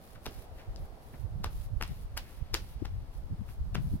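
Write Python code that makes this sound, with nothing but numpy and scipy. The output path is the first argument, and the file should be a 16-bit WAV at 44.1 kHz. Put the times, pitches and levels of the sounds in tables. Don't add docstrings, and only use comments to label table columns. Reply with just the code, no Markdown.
import sys
import numpy as np
from scipy import signal
from scipy.fft import rfft, irfft
from scipy.io import wavfile

SR = 44100
rng = np.random.default_rng(int(sys.argv[2]) if len(sys.argv) > 2 else 0)


def bounce(signal):
    frames = np.transpose(np.atleast_2d(signal))
    limited = np.clip(frames, -1, 1)
    pcm = np.round(limited * 32767).astype(np.int16)
    wavfile.write(sys.argv[1], SR, pcm)


N = 176400
T = np.arange(N) / SR


def from_db(db):
    return 10 ** (np.asarray(db) / 20)


def unit_rms(x):
    return x / np.sqrt(np.mean(x ** 2) + 1e-20)


def on_bins(points, size):
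    hz, value = np.transpose(points)
    return np.interp(np.log(np.fft.rfftfreq(size, 1 / SR) + 1), np.log(hz), value)


def butter(x, hz, kind, order=2):
    return signal.sosfilt(signal.butter(order, min(hz, .45 * SR), kind, fs=SR, output="sos"), x)


def resonate(x, hz, q):
    w = 2 * np.pi * min(hz, .45 * SR) / SR
    a = np.sin(w) / (2 * q)
    return signal.lfilter([a, 0, -a], [1 + a, -2 * np.cos(w), 1 - a], x + 1e-18)


def pulse(hz, q, size=1024):
    ring = resonate(butter(signal.unit_impulse(size), 2 * hz, "low"), hz, q)
    return ring / np.abs(ring).max()


def drift(rate_hz):
    knots = rng.standard_normal(4096)
    return unit_rms(np.interp(T * rate_hz, np.arange(len(knots)), knots))


def grains(size, spread_db):
    return rng.standard_normal(size) * from_db(spread_db * rng.standard_normal(size))


def add(out, start_s, sound):
    i = max(int(round(start_s * SR)), 0)
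    part = sound[..., :max(N - i, 0)]
    out[..., i:i + part.shape[-1]] += part


# (frequency [Hz], correlation [-1..1])
STEREO_CORRELATION = [(60, 0.15), (200, 1), (550, 0.57), (1650, -0.18), (5000, -0.12), (12000, 0.14)]

def noise(spectrum):
    mid, side = rfft(rng.standard_normal((2, N)))
    alike = np.clip(on_bins(STEREO_CORRELATION, N), -1, 1)
    stereo = np.sqrt(1 + alike) * mid + np.sqrt(1 - alike) * side * [[1], [-1]]
    return unit_rms(irfft(from_db(on_bins(spectrum, N)) * stereo, N))


# (frequency [Hz], relative density [dB])
AIR_SPECTRUM = [(150, 1), (350, -4.5), (700, -5), (1300, -12.5), (2500, -22.5), (4700, -23), (7000, -31),
                (11000, -28), (16000, -33)]
HUM_SPECTRUM = [(100, -11), (350, -3.5), (750, -1.5), (1100, -13), (8000, -35.5)]

def background(air_db=-57, hum_db=-57.5, peak_s=0.66, sigma_s=0.53):
    swell = np.exp(-.5 * ((T - peak_s) / sigma_s) ** 2)
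    return from_db(air_db) * noise(AIR_SPECTRUM) + from_db(hum_db) * swell * noise(HUM_SPECTRUM)


# (time [s], level [dB])
WIND_LEVELS = [(0, -54.5), (0.4, -50), (0.8, -43.5), (1.08, -52), (1.3, -44), (2.65, -43), (3.5, -42.5),
               (4, -37)]
# (frequency [Hz], relative density [dB])
WIND_SPECTRUM = [(15, -2), (40, 2), (70, -1.5), (110, -8.5), (200, -24.5), (400, -52.5), (1000, -75)]

def wind(gust_db=4.5, gust_rate_hz=30):
    time_s, level_db = np.transpose(WIND_LEVELS)
    lumps_db = gust_db * np.array([drift(gust_rate_hz), drift(gust_rate_hz)])
    return from_db(np.interp(T, time_s, level_db) + lumps_db) * noise(WIND_SPECTRUM)


# (start [s], length [s], level [dB])
PALM_SLIDES = [(0.009, 0.15, -63), (0.223, 0.23, -61), (0.545, 0.087, -68), (0.775, 0.098, -67),
               (1.008, 0.23, -66.5), (1.5, 0.17, -60), (1.839, 0.21, -63), (2.21, 0.19, -62.5),
               (2.549, 0.2, -62.5), (3.12, 0.08, -67.5), (3.468, 0.083, -62), (3.799, 0.18, -63.5)]
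# (frequency [Hz], relative density [dB])
SLIDE_SPECTRUM = [(300, -4), (1500, 1), (4500, 0), (6000, -3), (8000, -5), (10800, 2.5), (16000, -3.5)]

def palm_slides(fade_s=0.047, rough_db=2.5):
    envelope = np.zeros(N)
    for start_s, length_s, level_db in PALM_SLIDES:
        inside_s = np.minimum(T - start_s, start_s + length_s - T)
        envelope += from_db(level_db) * np.clip(inside_s / fade_s + .5, 0, 1)
    return envelope * from_db(rough_db * drift(rate_hz=700)) * noise(SLIDE_SPECTRUM)


# (peak time [s], level [dB], centre [Hz], decay [s])
BOARD_SCUFFS = [(0.157, -54.5, 1370, 0.0085), (0.35, -63.5, 3230, 0.09), (0.598, -56.5, 1750, 0.028),
                (1.143, -52, 1010, 0.0085), (1.89, -61.5, 2480, 0.075), (2.27, -63.5, 1480, 0.19),
                (2.63, -68.5, 2530, 0.6), (3.49, -55.5, 1190, 0.012)]

def scuffs(q=0.54, rise_per_decay=0.66):
    out = np.zeros(N)
    for peak_s, level_db, centre_hz, decay_s in BOARD_SCUFFS:
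        grit = resonate(resonate(grains(N, spread_db=6.5), centre_hz, q), centre_hz, q)
        envelope = np.exp(np.minimum((T - peak_s) / rise_per_decay, peak_s - T) / decay_s)
        out += from_db(level_db) * unit_rms(grit) * envelope
    return out


# (time [s], pop [dB], pop pitch [Hz], squelch [dB], squelch low-pass [Hz])
# The short bright tick at 1.8357 s is the early echo of the slap just before it.
PAT_TRANSIENTS = [(0.2595, -31.5, 980, -37.5, 2500), (0.2644, -29, 2800, -36.5, 6060),
                  (0.2675, -31.5, 380, -44, 800), (0.273, -35, 990, -42, 800),
                  (0.7609, -32.5, 4900, -63, 4000), (1.4436, -30.5, 1890, -33, 3970),
                  (1.4442, -22, 920, -31.5, 3000), (1.4625, -41, 480, -41.5, 1000),
                  (1.8123, -19.5, 1150, -34, 605), (1.8254, -20, 1370, -31.5, 6840),
                  (1.8357, -26, 4400, -48, 4000), (1.8783, -35.5, 9000, -50, 8400),
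                  (2.1713, -29, 1390, -40, 7000), (2.1764, -29.5, 11200, -26.5, 8900),
                  (2.181, -36, 1380, -35, 8000), (2.5430, -7.5, 4660, -24, 6450),
                  (2.5496, -20.5, 1760, -31, 4970), (2.8522, -34, 595, -46, 1000),
                  (2.8561, -42, 1470, -41, 2190), (3.7496, -28, 1170, -36.5, 4500),
                  (3.7545, -25.5, 2500, -32, 1100)]

def pats(ring_s=0.0002, push_db=-11, push_hz=407, squelch_rise_s=0.0026, squelch_fall_s=0.0016):
    out = np.zeros(N)
    t = np.arange(-1024, 1024) / SR
    envelope = np.exp(np.minimum(t / squelch_rise_s, -t / squelch_fall_s))
    for time_s, pop_db, pop_hz, squelch_db, bright_hz in PAT_TRANSIENTS:
        pop = pulse(pop_hz, q=np.pi * pop_hz * ring_s)
        push = from_db(push_db) * np.sqrt(push_hz / pop_hz) * pulse(push_hz, q=0.8)
        add(out, time_s, from_db(pop_db) * (pop + push))
        squelch = butter(grains(len(t), spread_db=6), bright_hz, "low", order=1)
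        squelch = butter(squelch, hz=298, kind="high")
        add(out, time_s + t[0], from_db(squelch_db) * unit_rms(squelch) * envelope)
    return out


def echo_tail(level_db, t60_s, rise_s=0.0082, size=22050):
    t = T[:size]
    decay = from_db(-60 * t / t60_s) * np.minimum(t / rise_s, 1) ** 2
    return (from_db(level_db) * decay) ** 2 / np.sum(decay ** 2)


# (frequency [Hz], gain [dB])
ECHO_SPECTRUM = [(350, 3), (1300, 0.5), (2700, 1), (5500, -1.5), (12000, -4.5)]

def yard_echo(x):
    scatter = [noise(ECHO_SPECTRUM), noise(ECHO_SPECTRUM)]
    colour = from_db(on_bins(ECHO_SPECTRUM, SR))
    response = echo_tail(level_db=-7.5, t60_s=0.15) + echo_tail(level_db=-17, t60_s=0.29)
    edges_hz = np.geomspace(150, 17000, 13)
    out = np.zeros((2, N))
    for k, (low_hz, high_hz) in enumerate(zip(edges_hz, edges_hz[1:])):
        band = signal.butter(2, [low_hz, high_hz], "band", fs=SR, output="sos")
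        gain = colour[int(np.sqrt(low_hz * high_hz))]
        power = signal.fftconvolve(signal.sosfilt(band, x) ** 2, response)[:N]
        out += gain * np.sqrt(np.abs(power)) * unit_rms(signal.sosfilt(band, scatter[k % 2]))
    return out


# (time [s], half length [s], left [dB], right [dB], low-pass [Hz])
WIND_EDDIES = [(0.281, 0.014, -52, -37.5, 100), (0.69, 0.0083, -36.5, -33.5, 78),
               (0.799, 0.038, -37, -43, 58), (1.147, 0.0071, -43, -43, 230), (1.244, 0.019, -61, -29, 95),
               (1.396, 0.065, -38.5, -33, 111), (1.583, 0.043, -44, -35.5, 61),
               (1.733, 0.018, -43, -29, 130), (1.914, 0.013, -31, -38.5, 152),
               (2.421, 0.0076, -44, -25.5, 91), (2.825, 0.0034, -23, -45, 207),
               (2.959, 0.044, -31.5, -38.5, 90), (3.325, 0.014, -31, -31, 145),
               (3.412, 0.013, -30, -58, 138), (3.624, 0.031, -33, -37.5, 84.5),
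               (3.78, 0.026, -26.5, -39, 162), (3.859, 0.022, -31.5, -36, 142),
               (3.941, 0.015, -28.5, -28.5, 190)]

def eddies(highpass_hz=32.6):
    out = np.zeros((2, N))
    t = np.arange(-8192, 8192) / SR
    for time_s, half_s, left_db, right_db, top_hz in WIND_EDDIES:
        envelope = np.exp(-.5 * (t / half_s) ** 2)
        rumble = butter(rng.standard_normal((2, len(t))), top_hz, "low", order=4)
        eddy = envelope * butter(rumble, highpass_hz, "high")
        eddy *= np.sqrt(np.sum(envelope ** 2) / np.sum(eddy ** 2, axis=1, keepdims=True))
        add(out, time_s + t[0], from_db([[left_db], [right_db]]) * eddy)
    return out


def from_left(x, lag_s=0.00009, pan_db=1.92):
    delay = np.exp(-2j * np.pi * np.fft.rfftfreq(N, 1 / SR) * lag_s)
    late = irfft(rfft(x) * delay, N)
    return np.array([x * from_db(pan_db), late * from_db(-pan_db)])


# (centre [Hz], gain [dB], Q [-])
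PORT_BANDS = [(2750, 2, 15), (5300, 4.5, 5.5), (8060, -6.5, 0.68), (10600, 0.5, 3.8)]

def port_colour(x):
    for centre_hz, gain_db, q in PORT_BANDS:
        x = x + (from_db(gain_db) - 1) * resonate(x, centre_hz, q)
    return x


def scene():
    clay = pats() + scuffs()
    heard = port_colour(from_left(clay) + yard_echo(clay))
    return heard + palm_slides() + wind() + eddies() + background()


def record(dry, highpass_hz=8.7, lowpass_hz=15900):
    lowpass = signal.ellip(10, .1, 80, lowpass_hz, fs=SR, output="sos")
    return signal.sosfilt(lowpass, butter(dry, highpass_hz, "high"))


dry = scene()
out = record(dry)
bounce(out)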